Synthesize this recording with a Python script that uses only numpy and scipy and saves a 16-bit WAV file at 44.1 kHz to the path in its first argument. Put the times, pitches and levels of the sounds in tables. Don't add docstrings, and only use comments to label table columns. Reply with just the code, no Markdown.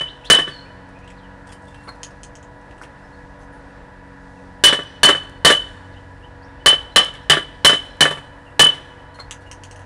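import sys
import numpy as np
from scipy import signal
from scipy.fft import rfft, irfft, next_fast_len
from scipy.io import wavfile

SR = 44100
rng = np.random.default_rng(int(sys.argv[2]) if len(sys.argv) > 2 else 0)


def magnitude_from_level(level_db):
    exponent = np.asarray(level_db, float) / 20
    return 10 ** exponent


def output_pcm(signal):
    pcm = np.clip(np.atleast_2d(signal).T, -1, 1) * 32767
    wavfile.write(sys.argv[1], SR, np.round(pcm).astype(np.int16))


N = 434385
LEAD = 8820
LENGTH = N + LEAD

# time in seconds, force on the bar in dB, low head mode in dB,
# high head mode in dB, thud of the block in dB.
BLOWS = [
    (0.3, 5, 4.5, -3, -16),
    (4.638, 5.5, 7.5, -6.5, -23.5),
    (5.032, 5, 2, -2, -14),
    (5.448, 5.5, -2, -3, -13),
    (6.66, 1.5, -2.5, -0.5, -32),
    (6.96, 3, -3, -3.5, -31.5),
    (7.298, -1.5, -3.5, -5.5, -11.5),
    (7.647, 5, -1.5, 0.5, -15.5),
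    (8.007, 1, -1, -4, -12),
    (8.594, 3.5, 4, -3, -10.5),
]
EARLIER_BLOW = [
    (-0.11, -2, 0.5, -7, -39),
]


def rms_one(x):
    return x / np.sqrt(np.mean(x ** 2) + 1e-20)


def in_time(rows):
    s, *columns = np.transpose(rows)
    seconds = (np.arange(LENGTH) - LEAD) / SR
    return [np.interp(seconds, s, column) for column in columns]


def drift(rate_hz):
    r = np.exp(-80 * np.pi * rate_hz / SR)
    noise = rng.standard_normal(LENGTH // 40 + 2002)
    slow = signal.lfilter([1], [1, -2 * r, r * r], noise)[2000:]
    return np.interp(np.arange(LENGTH) / 40, np.arange(len(slow)), rms_one(slow))


def clicks(times, heights):
    force = np.full(LENGTH, 1e-18)
    force[np.round(np.asarray(times) * SR).astype(int) + LEAD] = heights
    return force


def ring(force, hz, t60):
    r = magnitude_from_level(-60 / (t60 * SR))
    w = 2 * np.pi * hz / SR
    return signal.lfilter([0, np.sin(w)], [1, -2 * r * np.cos(w), r * r], force)


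def dying(force, t60):
    return signal.lfilter([1], [1, -magnitude_from_level(-60 / (t60 * SR))], np.abs(force))


def butter(order, hz, kind, x):
    return signal.sosfilt(signal.butter(order, hz, kind, fs=SR, output="sos"), x)


def coloured(spectrum, flicker_db):
    size = next_fast_len(LENGTH)
    hz = np.maximum(np.fft.rfftfreq(size, 1 / SR), 1)
    point_hz, point_db = np.transpose(spectrum)
    gain = magnitude_from_level(np.interp(np.log(hz), np.log(point_hz), point_db))
    shaped = rfft(rng.standard_normal(size)) * gain
    out = 0
    for octave in range(10):
        share = np.clip(1 - np.abs(np.log2(hz / 25) - octave), 0, 1)
        patch = irfft(shaped * np.sqrt(share), size)[:LENGTH]
        out = out + patch * magnitude_from_level(flicker_db * drift(2.3))
    return rms_one(out)


def hammer():
    # time in seconds, level in dB.
    rebounds = [
        (4.726, -13),
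        (5.524, -7),
        (7.354, -21),
        (8.061, -28.5),
    ]
    # time in seconds, change of level in dB.
    chokes = [(0.352, -4.5), (4.69, -13), (5.073, -3), (5.487, -5.5), (6.699, -3), (6.747, -5.5),
              (7.002, -9), (7.328, -12.5), (7.688, -4.5), (8.034, -10.5), (8.665, 0.5), (8.71, -24)]
    twins_hz = [2998, 3040]
    # frequency in Hz, level in dB.
    upper = [(3095, -11), (3219, -13), (3564, -14), (4043, -14), (4387, -18), (4831, -19), (5304, -20),
             (5865, -21), (8600, -27)]
    blow_t60, rebound_t60, upper_t60 = .29, .22, .065
    after_db, after_t60 = -38.5, .82
    grip_power = 1.4
    twin_lag = -1.9

    blows = np.array(EARLIER_BLOW + BLOWS)
    touches = [(s, low_db, high_db, blow_t60) for s, _, low_db, high_db, _ in blows]
    touches += [(s, db, db - 11, rebound_t60) for s, db in rebounds]
    t = np.arange(SR // 2) / SR
    sag = 12.9 * 0.055 * np.expm1(-t / 0.03)
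    low = np.sin(2 * np.pi * (twins_hz[0] * t + sag))
    high = np.sin(2 * np.pi * (twins_hz[1] * t + sag) + twin_lag)
    out = np.zeros(LENGTH + SR)
    for s, low_db, high_db, t60 in touches:
        fade = magnitude_from_level(-60 * (t / t60) ** grip_power) + magnitude_from_level(after_db - 60 * t / after_t60)
        choke_db = sum(db * np.clip((s + t - when) / .004, 0, 1) for when, db in chokes if s < when < s + .12)
        onset = np.minimum(t / 0.003, 1)
        at = round(s * SR) + LEAD
        out[at:at + len(t)] += (magnitude_from_level(low_db) * low + magnitude_from_level(high_db) * high) * fade * magnitude_from_level(choke_db) * onset
    out = out[:LENGTH]
    for hz, db in upper:
        luck_db = 5 * rng.standard_normal(len(blows))
        out += ring(clicks(blows[:, 0], magnitude_from_level(blows[:, 1] + 4 + db + luck_db)), hz, upper_t60)
    return out


def bar():
    # time in seconds, force in dB, rattle in dB.
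    bounces = np.array([(0.008, -19, -25), (0.348, -12, -24), (0.386, -5.5, -20), (0.412, -20, -40),
                        (0.476, -17.5, -38), (4.66, -13, -14.5), (4.687, -13.5, -22), (4.726, -4.5, -15.5),
                        (4.789, -13.5, -39), (5.057, -2.5, -18), (5.088, 3, -6), (5.148, -13, -31),
                        (5.465, -23, -18), (5.501, 5, -10), (6.679, -13.5, -11.5), (6.727, -7, -28),
                        (6.977, -9.5, -22), (7.332, -4.5, -21.5), (7.37, -7.5, -26), (7.695, -2.5, -15),
                        (7.73, -6, -22.5), (8.054, -0.5, -39), (8.108, -12.5, -23), (8.172, -23, -38),
                        (8.661, -10, -27)])
    # frequency in Hz, level in dB, t60 in seconds.
    modes = [(310, -14, 0.082), (404.4, -12, 0.055), (525, -13.5, 0.075), (590, -15.5, 0.1),
             (674.7, -22, 0.11), (905, -28.5, 0.021), (1156.6, -12, 0.061), (1315, -18.5, 0.034),
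             (1518, -20.5, 0.1), (1501, -11, 0.033), (1638, -13.5, 0.059), (1715, -8.5, 0.045),
             (1756, -13, 0.11), (1829, -15.5, 0.11), (2018, -23.5, 0.16), (2110, -22, 0.042),
             (2246, -24.5, 0.048), (2558, -16.5, 0.04)]
    # frequency in Hz, level in dB per Hz.
    crack = [(90, -38.5), (160, -17.5), (850, -14), (1730, -12), (2500, -19), (3400, -10), (4660, -27.5),
             (8620, -28.5), (13000, -33.5)]
    block_hz, block_t60, bounce_thud_db = 148, .19, -31.5
    crack_db, crack_follows = -6, 1
    hard_tilt_db = 3

    blows = np.array(EARLIER_BLOW + BLOWS)
    times = np.r_[blows[:, 0], bounces[:, 0]]
    force_db = np.r_[blows[:, 1] + 4.5, bounces[:, 1] - 2.5]
    tilt_db = np.r_[np.full(len(blows), hard_tilt_db), np.zeros(len(bounces))]
    thud_db = np.r_[blows[:, 4], np.full(len(bounces), bounce_thud_db)]
    luck = rng.standard_normal((len(times), len(modes)))
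    out = ring(clicks(times, magnitude_from_level(thud_db)), block_hz, block_t60)
    for k, (hz, level_db, t60) in enumerate(modes):
        strike_db = force_db + level_db + tilt_db * np.log2(hz / 1700) + 2.4 * luck[:, k]
        out += ring(clicks(times, magnitude_from_level(strike_db) * np.sign(luck[::-1, k])), hz, t60)
    out = butter(2, [125, 2800], "band", out)

    slag = clicks(blows[:, 0], magnitude_from_level(crack_db + crack_follows * blows[:, 1]))
    rattle = dying(clicks(bounces[:, 0], magnitude_from_level(bounces[:, 2])), .07)
    burst = dying(slag, 0.1) + signal.lfilter([.01], [1, -.99], rattle)
    debris = magnitude_from_level(-22) * dying(slag, .4) * magnitude_from_level(4 * drift(45))
    return out + (burst + debris) * coloured(crack, flicker_db=2.5)


def generator():
    # time in seconds, firing rate in Hz, load in dB, screening by the welder's body in dB.
    engine = [(0, 92.5, -51.5, -13.5), (1, 91.52, -44.5, 0), (1.9, 95.6, -46, -3.5), (2.8, 95, -54, -6),
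              (4.4, 91.5, -45.5, 1.5), (5.4, 92.5, -41, -6), (5.8, 92.3, -37, -3.5),
              (6.5, 91.64, -44.5, -13), (8, 93.74, -47.5, -15), (9, 93.8, -43, -22), (9.85, 94.1, -38, -45)]
    # level in dB, share of the screening.
    exhaust = [
        (-44, 1),
        (-45, 0.16),
    ]
    # multiple of the firing rate, level in dB.
    half_orders = [(.5, -53.5), (1.28, -56.5), (1.5, -54)]
    # frequency in Hz, level in dB rms.
    whine = [(489, -54), (978, -54), (1467, -63.5), (1677, -56.5), (1956, -62)]
    # frequency in Hz, level in dB per Hz.
    rush = [(18, -10.5), (45, 5.5), (170, -9.5), (260, -8), (420, -12.5), (600, -7.5), (750, -11),
            (860, -5), (1100, -13), (1180, -15.5), (1780, -9), (2100, -22.5), (4000, -31), (10500, -43)]
    rush_db = -43.5

    firing_hz, load_db, screen_db = in_time(engine)
    order_db = [load_db] + [db + share * screen_db for db, share in exhaust]
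    turn = 2 * np.pi * np.cumsum(firing_hz) / SR
    out = magnitude_from_level(rush_db) * coloured(rush, flicker_db=1.3)
    for order, db in enumerate(order_db, 1):
        out += magnitude_from_level(db - 3 + 1.4 * drift(1.7)) * np.sin(order * turn)
    for order, db in half_orders:
        out += magnitude_from_level(db + 1.5 + 1.1 * drift(3.5)) * np.sin(order * turn)
    wander = np.cumsum(1 + 0.00086 * drift(2.5)) / SR
    for hz, db in whine:
        out += magnitude_from_level(db + 3.0 + 2.0 * drift(24)) * np.sin(2 * np.pi * hz * wander)
    return out


def birds():
    # time in seconds, start pitch in Hz, end pitch in Hz, level in dB.
    chirps = [(0.063, 2493, 4200, -34), (0.234, 2330, 4540, -33), (0.645, 2250, 2670, -48),
              (.94, 2310, 2690, -48), (1.011, 2280, 2800, -47), (1.167, 4650, 3010, -54),
              (1.223, 3370, 2530, -51), (2.96, 2410, 2810, -60), (3.02, 5250, 5270, -64),
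              (3.12, 4250, 4330, -61), (3.58, 4300, 4350, -74), (3.75, 5270, 5310, -71.5),
              (4.36, 2800, 2440, -54.5), (5.91, 4820, 3160, -54.5), (5.941, 2600, 3230, -46.5),
              (6.217, 2660, 3240, -47), (6.411, 3850, 5940, -54.5), (6.468, 3400, 3800, -58.5),
              (6.589, 2944, 3050, -51.5), (6.906, 3950, 4100, -52), (8.45, 3020, 2590, -48.5),
              (9.07, 3660, 4200, -65.5)]
    whistles = [
        (0.487, 4585, 4120, -40.5),
        (0.561, 4440, 4350, -59),
        (1.72, 2730, 2730, -57),
        (7.849, 4100, 3970, -58),
    ]
    chirp_s, whistle_s = .047, .14
    hoarse_least, hoarse_per_octave = .21, .75

    out, flutter = np.zeros(LENGTH), drift(220)
    notes = [(chirp_s, note) for note in chirps] + [(whistle_s, note) for note in whistles]
    for length, (s, start_hz, end_hz, db) in notes:
        octaves = abs(np.log2(end_hz / start_hz))
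        hoarse = min(hoarse_least + hoarse_per_octave * octaves, .8)
        at, count = round(s * SR) + LEAD, round(length * SR)
        tone = np.sin(2 * np.pi * np.cumsum(np.linspace(start_hz, end_hz, count)) / SR)
        voice = 1 - hoarse + hoarse * flutter[at:at + count]
        out[at:at + count] += magnitude_from_level(db + 0.5) * np.sqrt(np.hanning(count)) * tone * voice
    return out


def handling():
    # time in seconds, length in seconds, scuff in dB, ring in Hz, ring in dB.
    drags = [(0.246, .03, -47, 5970, -74), (1.464, 0.046, -55.5, 8600, -56), (1.488, 0.041, -53, 3370, -42),
             (1.515, 0.023, -42.5, 8900, -49), (1.522, 0.058, -55, 3050, -44), (1.667, 0.6, -64, 2720, -49),
             (1.61, 0.083, -60, 8560, -62), (1.666, 0.049, -59, 3540, -46.5),
             (2.814, 0.0084, -53, 1470, -33), (2.821, 0.023, -47, 2150, -37), (3.39, .02, -70, 9500, -69),
             (3.402, 0.058, -56, 6300, -60), (3.52, .05, -70, 9400, -67), (9.407, 0.035, -54.5, 4600, -62),
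             (9.458, 0.049, -59, 2840, -42)]
    # time in seconds, head in dB, handle against head in dB.
    set_downs = [
        (1.879, -4, 4),
        (9.192, 3, -2),
    ]
    # delay in seconds, scuff in dB, ring in Hz, ring in dB.
    contacts = [
        (-.049, -59, 9400, -60),
        (-0.049, -65, 4260, -54),
        (0, -43, 4250, -30.5),
        (-.004, -70, 1325, -19),
        (-0.0071, -68, 2060, -32),
    ]
    contact_s, handle_top_hz = .026, 3000
    t60_at_4k, t60_rises = .045, 1.5

    laid = [(s + delay, contact_s, db + scuff_db, hz, db + ring_db + handle_db * (hz < handle_top_hz))
            for s, db, handle_db in set_downs for delay, scuff_db, hz, ring_db in contacts]
    grit = rng.standard_normal(LENGTH) * magnitude_from_level(4.7 * drift(129.3))
    out = np.zeros(LENGTH + SR)
    for s, length, scuff_db, hz, ring_db in drags + laid:
        t60 = t60_at_4k * (hz / 4000) ** t60_rises
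        at = round(s * SR) + LEAD
        stroke = np.hanning(round(2 * length * SR))[round(.8 * length * SR):]
        force = np.r_[stroke * grit[at:at + len(stroke)], np.zeros(SR // 3)] + 1e-18
        scuff = magnitude_from_level(scuff_db) * butter(1, [900, 8000], "band", force)
        rung = magnitude_from_level(ring_db) * ring(force, hz, t60) / np.sqrt(len(stroke) / 4)
        out[at:at + len(force)] += scuff + rung
    return out[:LENGTH]


def spits():
    # time in seconds, level in dB.
    snaps = [
        (.41, -26),
        (4.835, -28),
        (5.297, -31),
        (7.048, -13),
        (7.14, -28),
        (7.97, -38),
    ]
    s, db = np.transpose(snaps)
    return butter(2, 5000, "high", clicks(s, magnitude_from_level(db + 6)))


def chips():
    # time in seconds, peak in dB, pitch in Hz, brightness in dB.
    single = [(0.8894, -45, 2640, 4), (0.9888, -40, 2470, -1), (1.045, -49, 2730, 3),
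              (1.077, -29, 2920, -19), (1.1033, -30.5, 2520, -5), (1.745, -33.5, 3000, -4.5),
              (2.1083, -40, 2624, -2), (2.6134, -47, 2820, 0), (2.711, -34, 2710, -16),
              (2.7811, -38, 2780, -8), (2.8364, -27.5, 2760, -10)]
    # time in seconds, first hop in seconds, peak in dB, pitch in Hz, brightness in dB.
    skips = [
        (2.0323, .189, -20.5, 3060, 8.5),
        (9.31, .192, -15.5, 2900, 2.5),
    ]
    landings = [4, 7]
    hop_loss_db = [6.5, 4.5]
    hop_kept, roll_s = .575, .012
    overtone = 2.12
    tick_level_db, tick_follows = -2.5, .4

    hops = []
    for (s, hop, db, hz, bright_db), count, loss_db in zip(skips, landings, hop_loss_db):
        for k in range(count):
            flight = hop * (1 - hop_kept ** k) / (1 - hop_kept)
            hops.append((s + flight + roll_s * k, db - loss_db * k, hz, bright_db))
    out, t = np.zeros(LENGTH), np.arange(600) / SR
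    for s, peak_db, hz, bright_db in single + hops:
        low = np.sin(2 * np.pi * hz * t) * magnitude_from_level(-60 * t / .007)
        high = magnitude_from_level(bright_db) * np.sin(2 * np.pi * overtone * hz * t) * magnitude_from_level(-60 * t / .0025)
        grit = rng.standard_normal(len(t)) * magnitude_from_level(-60 * t / .0072)
        tick = magnitude_from_level(tick_level_db + tick_follows * bright_db) * butter(2, [2600, 9800], "band", grit)
        at = round(s * SR) + LEAD
        out[at:at + len(t)] += magnitude_from_level(peak_db - 4.5) * (low + high + tick)
    return out


def yard(x, near_db=0, far_db=0, reach=1):
    # delay in seconds, level in dB.
    echoes = [(.0045, -8.5), (0.015, -13), (0.019, -20), (.035, -21.5)]
    near_level_db, near_t60 = -2.5, .17 * reach
    far_level_db, far_t60 = -25, .92

    t = np.arange(SR) / SR
    response = np.zeros(SR)
    for lag, db in echoes:
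        response[round(lag * SR)] = magnitude_from_level(db)
    near, far = rng.standard_normal((2, SR))
    near = butter(1, 700, "high", near)
    near *= magnitude_from_level(near_level_db - 60 * t / near_t60) * np.sqrt(14 / near_t60 / SR)
    response += near * np.minimum(t / 0.0033, 1)
    far = signal.lfilter([.6], [1, -.4], far) * np.minimum(t / 0.054, 1)
    far *= magnitude_from_level(far_level_db + far_db - 60 * t / far_t60) * np.sqrt(14 / far_t60 / SR)
    return x + signal.fftconvolve(x, magnitude_from_level(near_db) * response + far)[:LENGTH]


def scene():
    mix = yard(hammer(), near_db=-7, far_db=-6.5)
    mix += yard(bar() + handling(), near_db=-2.5)
    mix += yard(chips(), near_db=4.0, reach=0.77)
    mix += yard(birds(), far_db=19.5)
    mix += spits() + generator()
    return mix[None, LEAD:]


def roll_off(x):
    return signal.sosfilt(signal.butter(12, 16830, fs=SR, output="sos"), x)


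def record(dry):
    mic_top_hz, clip_level = 10900, .565
    heard = butter(6, mic_top_hz, "low", dry)
    clipped = heard / (1 + np.abs(heard / clip_level) ** 12) ** (1 / 12)
    body = butter(6, 0.97 * mic_top_hz, "low", clipped)
    fizz = magnitude_from_level(-6.5) * butter(2, 14000, "high", clipped)
    top_cut = signal.cheby2(8, 30, 16350, fs=SR, output="sos")
    return roll_off(signal.sosfilt(top_cut, body + fizz))


dry = scene()
out = record(dry)
output_pcm(out)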